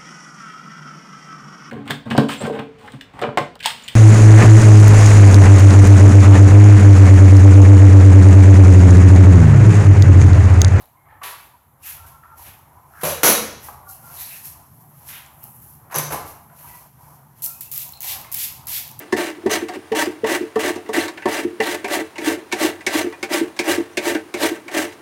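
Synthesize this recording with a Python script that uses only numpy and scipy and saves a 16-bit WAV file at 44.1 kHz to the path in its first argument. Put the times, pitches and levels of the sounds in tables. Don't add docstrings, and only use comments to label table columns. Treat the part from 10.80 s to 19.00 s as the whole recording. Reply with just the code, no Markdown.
import sys
import numpy as np
from scipy import signal
from scipy.fft import rfft, irfft
from scipy.io import wavfile

SR = 44100
rng = np.random.default_rng(int(sys.argv[2]) if len(sys.argv) > 2 else 0)


def volts(x):
    e = np.asarray(x, float) / 20
    return 10 ** e


def store_pcm(level_fs):
    pcm = np.round(np.clip(level_fs, -1, 1) * 32767).astype(np.int16)
    wavfile.write(sys.argv[1], SR, np.atleast_2d(pcm).T)


N = 361619

# (time [s], half length [s], swell [dB])
STREET_SWELLS = [(0, 0.035, 15), (0.163, .07, -10), (0.328, 0.055, 5.5), (0.855, 0.15, -9),
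                 (1.22, 0.13, 10.5), (1.645, 0.11, 10.5), (1.98, 0.021, 9.5), (2.747, 0.3, 12.5),
                 (3.32, 0.16, 8), (3.753, .1, 4), (4.087, 0.12, -5.5), (4.347, 0.15, 7), (5.002, 0.27, 2),
                 (5.408, 0.16, 14.5), (5.9, 0.046, 7.5), (6.124, 0.046, -12.5), (6.301, 0.075, 1),
                 (6.467, 0.08, -9.5), (7.345, 0.15, 9), (7.816, 0.39, 2)]
# (frequency [Hz], density [dB per Hz])
RUMBLE_SPECTRUM = [(15, -68.5), (25, -54.5), (35, -31), (65, 1.5), (86, 1.5), (110, -2), (140, -46),
                   (240, -120)]
DRONE_SPECTRUM = [(56, -34), (95, -3.5), (129, 4.5), (145, 5.5), (194, -9.5), (220, -5), (264, -13),
                  (450, -20.5), (580, -43.5), (990, -120)]
WASH_SPECTRUM = [(180, -27.5), (300, -9.5), (427, -13), (540, -10), (734, -2), (825, -0.5), (980, -0.5),
                 (1730, -16), (2330, -22.5), (2600, -31), (3380, -58.5), (5720, -120)]
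HISS_SPECTRUM = [(1060, -29.5), (1800, 0.5), (2480, -20), (2880, -8), (4900, -17), (6760, -9), (8990, -9.5),
                 (11600, 5), (15200, -4), (16200, -22.5)]
RUMBLE_DB, WASH_DB, HISS_DB = -62, -63.5, -64.5
WASH_FOLLOWS, WASH_GROWS_DB_PER_S = 0.51, 0.5
WASH_PATCH_DB, WASH_PATCH_PER_S = 1.8, 10.0
DRONE_FAR_DB, DRONE_NEAR_DB, DRONE_NEARS_S = -65.5, -53.5, 3.4
DRONE_SWELL_S, DRONE_SWELL_DB_PER_S = 7.7, 6
HUM_HZ, HUM_T60_S, HUM_DB = 80, 0.28, -3

# (frequency [Hz], decay time t60 [s])
ROOM_DECAY = [(100, 0.65), (400, 0.53), (1500, 0.61), (5000, 0.58), (12000, 0.4)]

# (time [s], length [s],
# peak level [dB], from [Hz], to [Hz])
WHINES = [(1.175, .1, -50, 1380, 1320), (1.32, .09, -56, 1360, 1330), (1.428, .125, -47, 1340, 1360),
          (1.205, .13, -54, 880, 960), (1.3, .075, -53, 1060, 1070), (1.44, .07, -53, 1010, 920),
          (1.5, .05, -53, 900, 880), (1.575, .06, -49, 960, 950), (1.24, .06, -56, 1480, 1660),
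          (1.5, .045, -54, 1260, 1230), (2.97, .03, -47, 960, 950), (3.0, .04, -47, 990, 1030),
          (3.03, .1, -52, 1150, 1150), (3.04, .1, -52, 1420, 1400), (3.23, .1, -51, 1400, 1360),
          (3.27, .05, -50, 1050, 1040), (5.72, .05, -55, 980, 1030), (5.835, .06, -51, 930, 980),
          (5.92, .09, -50, 940, 1030), (5.88, .08, -56, 2000, 1950), (5.86, .035, -57, 1540, 1560),
          (6.18, .11, -56, 1000, 980), (6.7, .11, -61, 2500, 2540), (6.81, .1, -60, 2520, 2720),
          (6.65, .11, -55, 1320, 1400), (6.63, .06, -52, 900, 920), (1.96, .04, -53, 1010, 1000),
          (2.02, .05, -53, 1020, 1000), (7.06, .05, -49, 970, 950), (6.62, .045, -50, 4200, 4500),
          (.12, .07, -55, 960, 1020), (.73, .045, -55, 980, 970), (.46, .09, -46, 990, 960),
          (7.765, .06, -53, 900, 920), (8.06, .08, -53, 830, 880)]
WHINE_WOBBLE, WHINE_ROUGH = 0.012, 0.85

# (time [s], peak level [dB], pitch [Hz], length [s], ring t60 [s])
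JOINT_CREAKS = [(.165, -56, 2110, 0.077, .03), (.252, -54, 2110, .03, .025), (.3, -58, 2090, .04, .025),
                (0.282, -46, 1740, .06, .02), (.25, -50, 1180, .06, .012), (.29, -50, 1510, 0.064, .008),
                (.32, -44, 900, .05, .02), (0.312, -47, 1290, 0.064, 0.028), (1.202, -48, 900, 0.1, 0.02),
                (1.43, -42, 1283, 0.09, 0.01), (2.1, -47.5, 1380, 0.071, .01),
                (2.13, -43.5, 1400, 0.11, .01), (2.145, -43.5, 1597, 0.044, .01),
                (2.17, -39, 1540, 0.079, 0.011)]
# (time [s], peak level [dB], pitch [Hz], length [s], ring t60 [s])
HANDLING = [(2.9, -38, 790, 0.04, 0.015), (3.057, -41.5, 772, 0.053, 0.18), (3.123, -51, 2835, 0.035, .015),
            (3.4, -39, 2050, .04, 0.005), (3.37, -39, 3980, 0.13, 0.0063), (3.46, -43, 2550, .09, .005),
            (5.8, -47, 1400, 0.16, 0.0028), (5.85, -47, 2300, 0.1, 0.0044), (2.82, -46, 1950, 0.05, .008),
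            (3.507, -42, 2600, 0.042, .012), (3.539, -43, 1830, 0.042, .03), (3.63, -52, 1010, 0.23, 0.11),
            (4.611, -52.5, 2820, 0.058, 0.0098)]
# (time [s], peak level [dB], pitch [Hz], length [s], ring t60 [s])
LEVER_SQUEAKS = [(6.806, -44, 2100, .012, .008), (6.93, -45, 2450, .03, .01), (6.97, -44, 2600, .04, .01),
                 (6.93, -45, 1240, .03, .015), (7.131, -33, 4200, .012, 0.012),
                 (7.17, -48, 2600, 0.028, .01), (7.226, -27, 2180, .015, 0.0076),
                 (7.445, -36, 2170, 0.03, 0.0048), (7.445, -34, 1050, 0.046, 0.016),
                 (7.235, -37, 800, .04, .015), (7.3, -38, 900, .05, .015), (7.54, -33, 2150, .03, .006)]
# (time [s], peak level [dB], pitch [Hz], length [s], ring t60 [s])
THUMPS = [(2.233, -12, 570, 0.044, 0.013), (2.27, -23.5, 640, 0.02, 0.0064),
          (0.415, -30, 1060, 0.02, 0.019), (0.436, -24.5, 2240, 0.049, 0.00065),
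          (1.034, -41, 2650, 0.052, 0.016), (2.38, -23.5, 1400, 0.0074, 0.017),
          (4.289, -31, 2200, 0.053, 0.00076), (2.433, -4.5, 1200, 0.024, 0.0033),
          (2.475, -15.5, 14050, 0.061, 0.02), (2.485, -8.5, 10850, 0.04, 0.019),
          (2.44, -15.5, 4200, 0.053, 0.0061), (5.33, -30, 780, 0.055, 0.0097),
          (5.15, -25.5, 6130, 0.093, 0.018), (2.434, -11, 448, 0.06, 0.016), (2.434, -21, 300, 0.077, 0.13),
          (2.434, -15, 393, .05, .12), (2.436, -21, 427, .05, 0.13), (2.435, -20, 487, .05, .1),
          (2.434, -24, 219, 0.042, .12), (5.15, -24, 385, 0.019, 0.064), (1.436, -41, 1700, .005, .02),
          (5.7, -39, 1400, 0.0067, 0.0068), (5.167, -24.5, 297, 0.025, 0.097),
          (5.33, -21.5, 303, 0.014, 0.038)]
# (time [s], peak level [dB], pitch [Hz], length [s], ring t60 [s])
KNOCKS = [
    (2.886, -23, 1150, .0005, .035),
    (2.886, -30, 820, .03, .03),
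    (2.234, -11, 155, .0002, .3),
    (2.235, -17, 84, .0002, .6),
    (5.16, -19, 150, .02, .3),
    (5.32, -21, 140, .02, .3),
    (2.48, -17, 220, .04, .15),
]
SLIP_RISE_S = 0.005

# (time [s], rise [s], hold [s], crackle level [dB], drag against crackle [dB])
SCUFFS = [(0.0, 0.0028, 0.01, -51, -7.5), (1.017, .016, .02, -40, -20), (1.02, 0.044, 0.043, -32, -9),
          (1.253, 0.015, .01, -43, -12), (1.555, 0.028, 0.043, -41, -16), (1.578, 0.089, 0.015, -40, -5.5),
          (1.925, 0.038, 0.027, -62, -25), (2.08, 0.15, .02, -41, -28), (2.775, 0.067, 0.023, -36.5, -13.5),
          (3.07, 0.023, 0.02, -36.5, -24), (3.187, 0.079, 0.11, -43, -20), (3.243, 0.17, .01, -29, -15),
          (3.42, 0.073, 0.077, -35, -13), (3.618, 0.035, .006, -31.5, -17),
          (3.748, 0.059, 0.21, -55.5, -18), (4.05, 0.14, 0.095, -49.5, -14),
          (4.22, 0.068, 0.014, -33.5, -16), (4.295, 0.05, 0.018, -39, -0.5),
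          (4.609, 0.025, 0.0055, -42, -19), (4.7, .12, .12, -49.5, -17), (5.428, 0.05, .005, -37.5, -17),
          (5.713, 0.078, 0.075, -43, -13.5), (5.8, 0.091, 0.11, -43.5, -15), (6.108, 0.11, 0.14, -51, -17),
          (6.534, 0.052, 0.019, -48.5, -12)]
# (time [s], rise [s], hold [s], level [dB])
BRUSHES = [
    (4.46, 0.14, .1, -48),
    (5.8, 0.022, 0.025, -49.5),
    (4.67, 0.084, 0.15, -46.5),
    (3.85, 0.095, 0.23, -58),
    (5.6, 0.039, 0.043, -58),
    (3.0, 0.069, 0.054, -52),
    (0.54, 0.043, 0.064, -48),
]
# (frequency [Hz], density [dB per Hz])
CRACKLE_SPECTRUM = [(2060, -39), (3500, -31.5), (4080, -12.5), (4850, -13), (5480, -8.5), (8370, -10.5),
                    (9160, -9.5), (11500, 3.5), (15200, -6.5), (16200, -17)]
SCUFF_RISE_DB, SCUFF_FALL_DB_PER_S = 22, 129
CLOTH_DB, CLOTH_FROM_S = -60, 1.05
BRUSH_FROM_HZ = 7200

# (time [s], peak level [dB])
TICKS = [(0.0228, -39), (0.0558, -38), (4.6388, -23), (6.6403, -16), (6.6454, -13), (6.6615, -12),
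         (6.9277, -19), (6.9374, -19), (6.9601, -18), (6.9774, -10), (6.9824, -18), (7.0914, -30),
         (7.1731, -31), (7.22, -19), (7.2304, -16), (7.2444, -19), (7.5244, -16), (7.5313, -15),
         (7.5424, -12), (7.5462, -9), (7.8565, -32), (7.8845, -16), (7.8944, -18), (8.1144, -28)]
# (time [s], peak
# level [dB], pitch [Hz])
SNAPS = [(.021, -46, 3900), (.03, -45, 4300), (.041, -45, 3830), (.058, -51, 4100), (.075, -52, 3900),
         (5.101, -48, 2200), (6.6207, -24, 9000), (7.1733, -33, 7500), (7.2056, -22, 12000),
         (7.5171, -22, 12000), (7.8696, -20, 11500), (6.8082, -25, 12000), (6.9601, -22, 12000),
         (1.2675, -32.5, 11500), (4.2861, -25, 11000), (4.294, -29, 8980), (4.463, -33, 7260),
         (4.6404, -18, 12300), (2.886, -24.5, 1030), (2.8865, -30, 816), (2.888, -30.5, 1590),
         (2.4347, -8, 10500), (2.4993, -5, 11500), (7.734, -38, 7000), (5.1602, 0, 11400),
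         (5.186, 3, 11300), (6.662, -18.5, 5560), (6.811, -25, 7060), (6.816, -28, 8600),
         (6.9165, -26, 7000), (6.962, -27, 5500), (6.978, -21, 6300), (7.079, -39, 3600),
         (7.092, -27, 6800), (7.2064, -22, 6900), (7.2205, -23, 6500), (7.2298, -33, 2090),
         (7.4463, -33, 2060), (7.517, -27, 6300), (7.546, -13, 7400), (7.546, -20, 5270),
         (7.5645, -28, 4970), (7.8698, -26, 5120), (7.8838, -29, 5700), (8.114, -29, 6120),
         (6.9575, -20, 10500), (1.437, -39.5, 1340), (5.101, -35, 1200), (6.245, -52, 2250)]
SNAP_CYCLES = 23
SPIT_HZ = 11760, 15700
CATCH_DB, RETURN_DB = -18.5, -24
RETURN_S, FULL_STROKE_S = 0.208, 0.1

# (time [s], first mist [dB], squeeze [s], full mist [dB], jet against mist [dB])
STROKES = [
    (6.6208, -28, 0.032, -24.5, -17.5),
    (6.808, -28, 0.0056, -31.5, -12.5),
    (6.9147, -28.5, 0.11, -30.5, -10),
    (7.2055, -40.5, 0.12, -27, -3.5),
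    (7.5167, -36, 0.13, -25.5, -5.5),
    (7.8697, -35.5, 0.11, -26, -4),
    (8.1914, -36, .03, -29, -24),
]
# (frequency [Hz], density [dB per Hz])
MIST_SPECTRUM = [(2350, -72), (4000, -27), (4340, -27), (5110, -7.5), (6460, -3), (8070, -1.5), (9680, -3),
                 (11300, 9.5), (15000, 4.5), (16200, -8)]
SWELL_BEND, JET_LAG_DB = 0.54, 3.5
BUILD_SHARE = 0.72
SHUT_DB_PER_S, DRIBBLE_DB, DRIBBLE_DB_PER_S, JET_LINGERS = 400, -5, 137, 0.99
SPUTTER_DB, SPUTTER_S = 1, 0.1
JET_FROM_HZ = 2000
JET_GRAIN = 1.3

# (time [s], peak level [dB], chatter [s], thud [dB], ring [dB])
BLOWS = [(0.416, -38.5, 0.048, 21, -30), (0.432, -20.5, 0.1, -3.5, -26), (2.212, -20, 0.067, -6, -25),
         (2.233, -7.5, 0.018, -2.5, -25), (2.25, -9.5, 0.082, -15, 1), (2.432, 4.5, 0.087, -4, 2.5),
         (5.098, -45, 0.035, 16, -28), (5.11, -30.5, 0.041, 9, -18), (5.121, -28.5, 0.025, 11, -3),
         (5.143, -18.5, 0.014, 5, 11), (5.15, -11, 0.022, 3, -5), (5.159, -17, 0.022, 5.5, 14),
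         (5.179, -7.5, 0.03, -6, -33), (5.304, -19, 0.023, 7.5, -25), (5.32, -12.5, 0.037, 3.5, -12)]
# (frequency [Hz], density [dB per Hz])
CLACK_SPECTRUM = [(900, -6.5), (1500, -7), (3900, -13), (4900, -14), (8300, -14), (9900, -11), (11200, -1),
                  (13200, -8.5), (15500, -15.5), (16200, -16.5)]
# (frequency [Hz], density [dB per Hz])
THUD_SPECTRUM = [(59, -65.5), (100, 1.5), (188, -6), (221, -7), (320, -12.5), (390, -4), (497, -5.5),
                 (538, -7.5), (1010, -3.5), (2500, -17), (3250, -20.5), (5500, -120)]
# (frequency [Hz], struck at the feet [dB], struck at the tread [dB], t60 [s])
TUBE_MODES = [(1997, -16, -20, .2), (3830, -15, -20, .15), (5850, 3, 3, .008), (6120, 6, 9, .007),
              (6150, -15, -16, .04), (6420, 3, 4, .008), (10700, -1, -10, .04), (10800, -12, -20, .06),
              (11400, -6, -8, .03), (12100, -6, -9, .03), (14000, -5, -16, .035), (14070, -18, -24, .07)]
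THUD_HZ, THUD_OCTAVES_PER_DB = 506, 0.045
STEPS_UP_S = 4


def rms_one(x):
    return x / np.sqrt(np.mean(x ** 2) + 1e-20)


def at_hz(points, hz):
    return np.interp(np.log(hz), np.log(np.array(points)[:, 0]), np.array(points)[:, 1])


def coloured(x, spectrum):
    hz = np.maximum(np.arange(4097) * SR / 8192, 1)
    octaves_outside = np.log2(np.maximum(np.maximum(spectrum[0][0] / hz, hz / spectrum[-1][0]), 1))
    cepstrum = irfft(np.log(volts(at_hz(spectrum, hz) - 24 * octaves_outside) + 1e-6))
    cepstrum[1:4096] *= 2
    cepstrum[4097:] = 0
    taps = irfft(np.exp(rfft(cepstrum)))
    return signal.oaconvolve(x, taps / np.sqrt(np.sum(taps ** 2)))[:N]


def highpass(x, hz, order=2):
    return signal.sosfilt(signal.butter(order, hz, "high", fs=SR, output="sos"), x)


def lowpass(x, hz):
    return signal.sosfilt(signal.butter(2, hz, fs=SR, output="sos"), x)


def band(x, low_hz, high_hz):
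    passed = signal.sosfilt(signal.butter(2, [low_hz, high_hz], "band", fs=SR, output="sos"), x)
    return passed * np.sqrt(SR / 2 / (high_hz - low_hz))


def drift(rate):
    r = np.exp(-80 * np.pi * rate / SR)
    slow = signal.lfilter([1], [1, -2 * r, r * r], rng.standard_normal(N // 40 + 2002))[2000:]
    return np.interp(np.arange(N) / 40, np.arange(len(slow)), rms_one(slow))


def grains(per_s, spread_db):
    sizes = volts(spread_db * np.minimum(rng.exponential(1, N), 5)) * rng.choice([-1, 1], N)
    return rms_one(sizes * (rng.random(N) < per_s / SR))


def ring(x, hz, t60):
    r, w = volts(-60 / (t60 * SR)), 2 * np.pi * hz / SR
    return signal.lfilter([0, np.sin(w)], [1, -2 * r * np.cos(w), r * r], x + 1e-18)


def outdoors():
    t = np.arange(N) / SR
    load_db = sum(swell_db * np.exp(-((t - s) / half_s) ** 2) for s, half_s, swell_db in STREET_SWELLS)
    rumble_db = RUMBLE_DB + load_db
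    distance = np.clip(1 - t / DRONE_NEARS_S, 0, 1)
    drone_db = DRONE_NEAR_DB + (DRONE_FAR_DB - DRONE_NEAR_DB) * distance
    drone_db = drone_db + DRONE_SWELL_DB_PER_S * np.maximum(t - DRONE_SWELL_S, 0)
    wash_db = WASH_DB + WASH_GROWS_DB_PER_S * (t - t.mean()) + WASH_FOLLOWS * (load_db - load_db.mean())

    rumble, drone, wash, steady = rng.standard_normal((4, N))
    edges = 170 * 1.22 ** np.arange(15)
    patches = np.zeros(N)
    for k, (low, high) in enumerate(zip(edges, edges[1:])):
        patch = volts(WASH_PATCH_DB * drift(WASH_PATCH_PER_S)) * np.sqrt(high) * band(wash, low, high)
        patches += patch * (-1) ** k
    out = np.zeros(N)
    for noise, level_db, spectrum in ((rumble, rumble_db, RUMBLE_SPECTRUM),
                                      (drone, drone_db, DRONE_SPECTRUM),
                                      (rms_one(patches), wash_db, WASH_SPECTRUM)):
        out += volts(level_db + 1.2 * drift(15) + 1.5 * drift(3)) * coloured(noise, spectrum)
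    out += volts(rumble_db + HUM_DB) * rms_one(ring(steady, HUM_HZ, HUM_T60_S))
    return out + volts(HISS_DB) * coloured(steady, HISS_SPECTRUM)


def room(x, count):
    hz, s, cells = signal.stft(rng.standard_normal((count, SR)), SR, nperseg=256)
    t60 = at_hz(ROOM_DECAY, np.maximum(hz, 1))[:, None]
    tails = signal.istft(cells * volts(-60 * s / t60), SR, nperseg=256)[1][:, :SR]
    tails = tails * np.clip((np.arange(SR) / SR - 0.004) / 0.011, 0, 1)
    place = np.arange(N) * count // N
    out = np.zeros(N)
    for k, tail in enumerate(tails):
        out += signal.oaconvolve(x * (place == k), tail / np.sqrt(np.sum(tail ** 2)))[:N]
    return out


def whines():
    t, out = np.arange(N) / SR, np.zeros(N)
    slips = rng.standard_normal(N)
    waver, flutter = rms_one(lowpass(slips, 25.0)), rms_one(lowpass(slips[::-1], 45.0))
    for s, length_s, peak_db, from_hz, to_hz in WHINES:
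        at = slice(round(s * SR), round((s + length_s) * SR))
        part = np.clip((t[at] - s) / length_s, 0, 1)
        hz = (from_hz + (to_hz - from_hz) * part) * (1 + WHINE_WOBBLE * np.tanh(waver[at]))
        tone = np.sin(2 * np.pi * np.cumsum(hz) / SR)
        roughness = 1 + WHINE_ROUGH * np.clip(flutter[at], -2, 2)
        out[at] += volts(peak_db) * roughness * np.sqrt(np.sin(np.pi * part)) * tone
    return out


def creaks():
    t, out = np.arange(SR * 2 // 5) / SR, np.zeros(N)
    slips = grains(per_s=3000, spread_db=4.0)
    struck_rows, eased_rows = THUMPS + KNOCKS, JOINT_CREAKS + HANDLING + LEVER_SQUEAKS
    for rows, struck in ((struck_rows, True), (eased_rows, False)):
        for s, peak_db, hz, length_s, t60 in rows:
            at = slice(round(s * SR), round(s * SR) + len(t))
            force = np.exp(-(t / length_s) ** 2) * slips[at]
            if struck:
                force[0] = 12.0
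            else:
                force = force * np.clip(t / min(SLIP_RISE_S, length_s / 2), 0, 1)
                force[0] = 0
                force = lowpass(force, 2.2 * hz)
            force = highpass(force, hz / 1.6)
            out[at] += volts(peak_db - 42) / np.sqrt(t60) * ring(force, hz, t60)
    return highpass(out, 65.0)


def scuffs():
    t = np.arange(N) / SR
    power = volts(2 * CLOTH_DB) * (t > CLOTH_FROM_S) * volts([[0], [-26], [-99]])
    rows = [(*row[:4], [[0], [row[4]], [-99]]) for row in SCUFFS]
    rows += [(*row, [[-99], [-99], [0]]) for row in BRUSHES]
    for s, rise_s, hold_s, peak_db, mix_db in rows:
        level_db = peak_db - SCUFF_RISE_DB * np.clip(1 - (t - s) / rise_s, 0, 2)
        level_db -= SCUFF_FALL_DB_PER_S * np.maximum(t - s - rise_s - hold_s, 0)
        near = slice(max(round((s - rise_s) * SR), 0), round((s + 1) * SR))
        power[:, near] += volts(2 * (level_db[near] + np.array(mix_db)))
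    crackle, drag, brush = np.sqrt(power)
    grit = coloured(grains(per_s=6100, spread_db=0.5) * volts(0.66 * drift(25)), CRACKLE_SPECTRUM)
    sleeve = highpass(grit, BRUSH_FROM_HZ)
    sole = band(grains(per_s=5000, spread_db=-3.0), low_hz=1386, high_hz=3350)
    return crackle * grit + brush * sleeve + drag * sole


def ticks():
    out, t = np.zeros(N), np.arange(400) / SR
    catches = [(s, CATCH_DB) for s, *_ in STROKES]
    returns = [(s + RETURN_S, RETURN_DB) for s, _, squeeze_s, *_ in STROKES if squeeze_s > FULL_STROKE_S]
    rows = TICKS + catches + returns
    spits = rng.standard_normal((len(rows), 400)) * (t / 0.0006) * np.exp(-t / 0.0006)
    for (s, peak_db), spit, hz in zip(rows, spits, rng.uniform(*SPIT_HZ, len(rows))):
        spit = band(spit, low_hz=hz / 1.13, high_hz=min(hz * 2.0, 0.45 * SR))
        at = round(s * SR)
        out[at:at + 400] += (volts(peak_db + 3.5) * spit / np.abs(spit).max())[:N - at]
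    return out


def snaps():
    out, t = np.zeros(N), np.arange(400) / SR
    for s, peak_db, hz in SNAPS:
        at = round(s * SR)
        decay = volts(-60 * t * hz / SNAP_CYCLES) * np.clip(t * hz, 0, 1)
        out[at:at + 400] += volts(peak_db) * np.sin(2 * np.pi * hz * t) * decay
    return out


def spray():
    t, mist, jet, sputter = np.arange(N) / SR, np.zeros(N), np.zeros(N), drift(120)
    for s, start_db, squeeze_s, peak_db, jet_db in STROKES:
        pressure = np.clip((t - s) / (squeeze_s * BUILD_SHARE), 0, 1) ** SWELL_BEND
        after = np.maximum(t - s - squeeze_s, 0)
        flow = np.clip((t - s) / 0.00077, 0, 1) * volts(start_db + (peak_db - start_db) * pressure)
        trapped_air = np.exp(-(np.maximum(t - s, 0) / SPUTTER_S) ** 2)
        flow = flow * volts(SPUTTER_DB * trapped_air * (sputter - 1.5))
        shutting = (1 - volts(DRIBBLE_DB)) * volts(-SHUT_DB_PER_S * after)
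        dying = shutting + volts(DRIBBLE_DB - DRIBBLE_DB_PER_S * after)
        mist = np.maximum(mist, flow * dying)
        jet_gain = volts(jet_db - JET_LAG_DB * (1.5 - pressure ** 2.0))
        jet = np.maximum(jet, flow * dying ** JET_LINGERS * jet_gain)
    droplets = grains(per_s=24000, spread_db=1.6) * volts(0.7 * drift(60))
    stream = rng.standard_normal(N)
    stream = rms_one(np.sign(stream) * np.abs(stream) ** JET_GRAIN)
    stream = band(highpass(stream, JET_FROM_HZ, order=3), low_hz=1420, high_hz=6300)
    return mist * coloured(droplets, MIST_SPECTRUM) + jet * stream * volts(0.93 * drift(38))


def stool():
    t, force = np.arange(SR // 4) / SR, np.zeros((3, N))
    contacts = grains(per_s=9000, spread_db=2.0)
    for s, peak_db, chatter_s, thud_db, ring_db in BLOWS:
        at = slice(round(s * SR), round(s * SR) + len(t))
        envelope = np.clip(t / 0.00038, 0, 1) * np.exp(-(t / chatter_s) ** 4)
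        touch = contacts[at] * envelope * volts(peak_db - 15)
        thud_hz = THUD_HZ * 2 ** (-THUD_OCTAVES_PER_DB * peak_db)
        thud = band(touch, low_hz=thud_hz / 2.3, high_hz=thud_hz * 1.56) * volts(-17.0) + touch * volts(-8.0)
        thud = highpass(thud, thud_hz / 2.86)
        strike = touch * rng.choice([-1, 1], len(t))
        force[:, at] += [touch, volts(thud_db) * thud, volts(ring_db) * strike]
    on_tread = np.arange(N) > STEPS_UP_S * SR
    tubes = np.zeros(N)
    for hz, feet_db, tread_db, t60 in TUBE_MODES:
        tubes += ring(force[2] * volts(np.where(on_tread, tread_db, feet_db) - 33.0), hz, t60)
    return coloured(force[0], CLACK_SPECTRUM) + coloured(force[1], THUD_SPECTRUM) + tubes


def scene():
    street, tones, joints, feet = outdoors(), whines(), creaks(), scuffs()
    bottle, blows = ticks() + snaps() + spray(), stool()
    sent = volts(-8) * tones + volts(-1.0) * joints + volts(-17.5) * feet + volts(-11.0) * bottle + volts(-4.5) * blows
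    direct = tones + joints + volts(-4.0) * feet + bottle + volts(-2.0) * blows
    return (street + direct + room(sent, count=9))[None]


def band_limit(x):
    return signal.sosfilt(signal.butter(12, 16820, fs=SR, output="sos"), x)


def record(dry):
    rounded = 1.2 * np.tanh(dry / 1.2)
    cut = signal.sosfilt(signal.cheby2(14, 42, 16280, fs=SR, output="sos"), rounded)
    return band_limit(np.clip(cut, -1, 1))


dry = scene()
out = record(dry)
store_pcm(out)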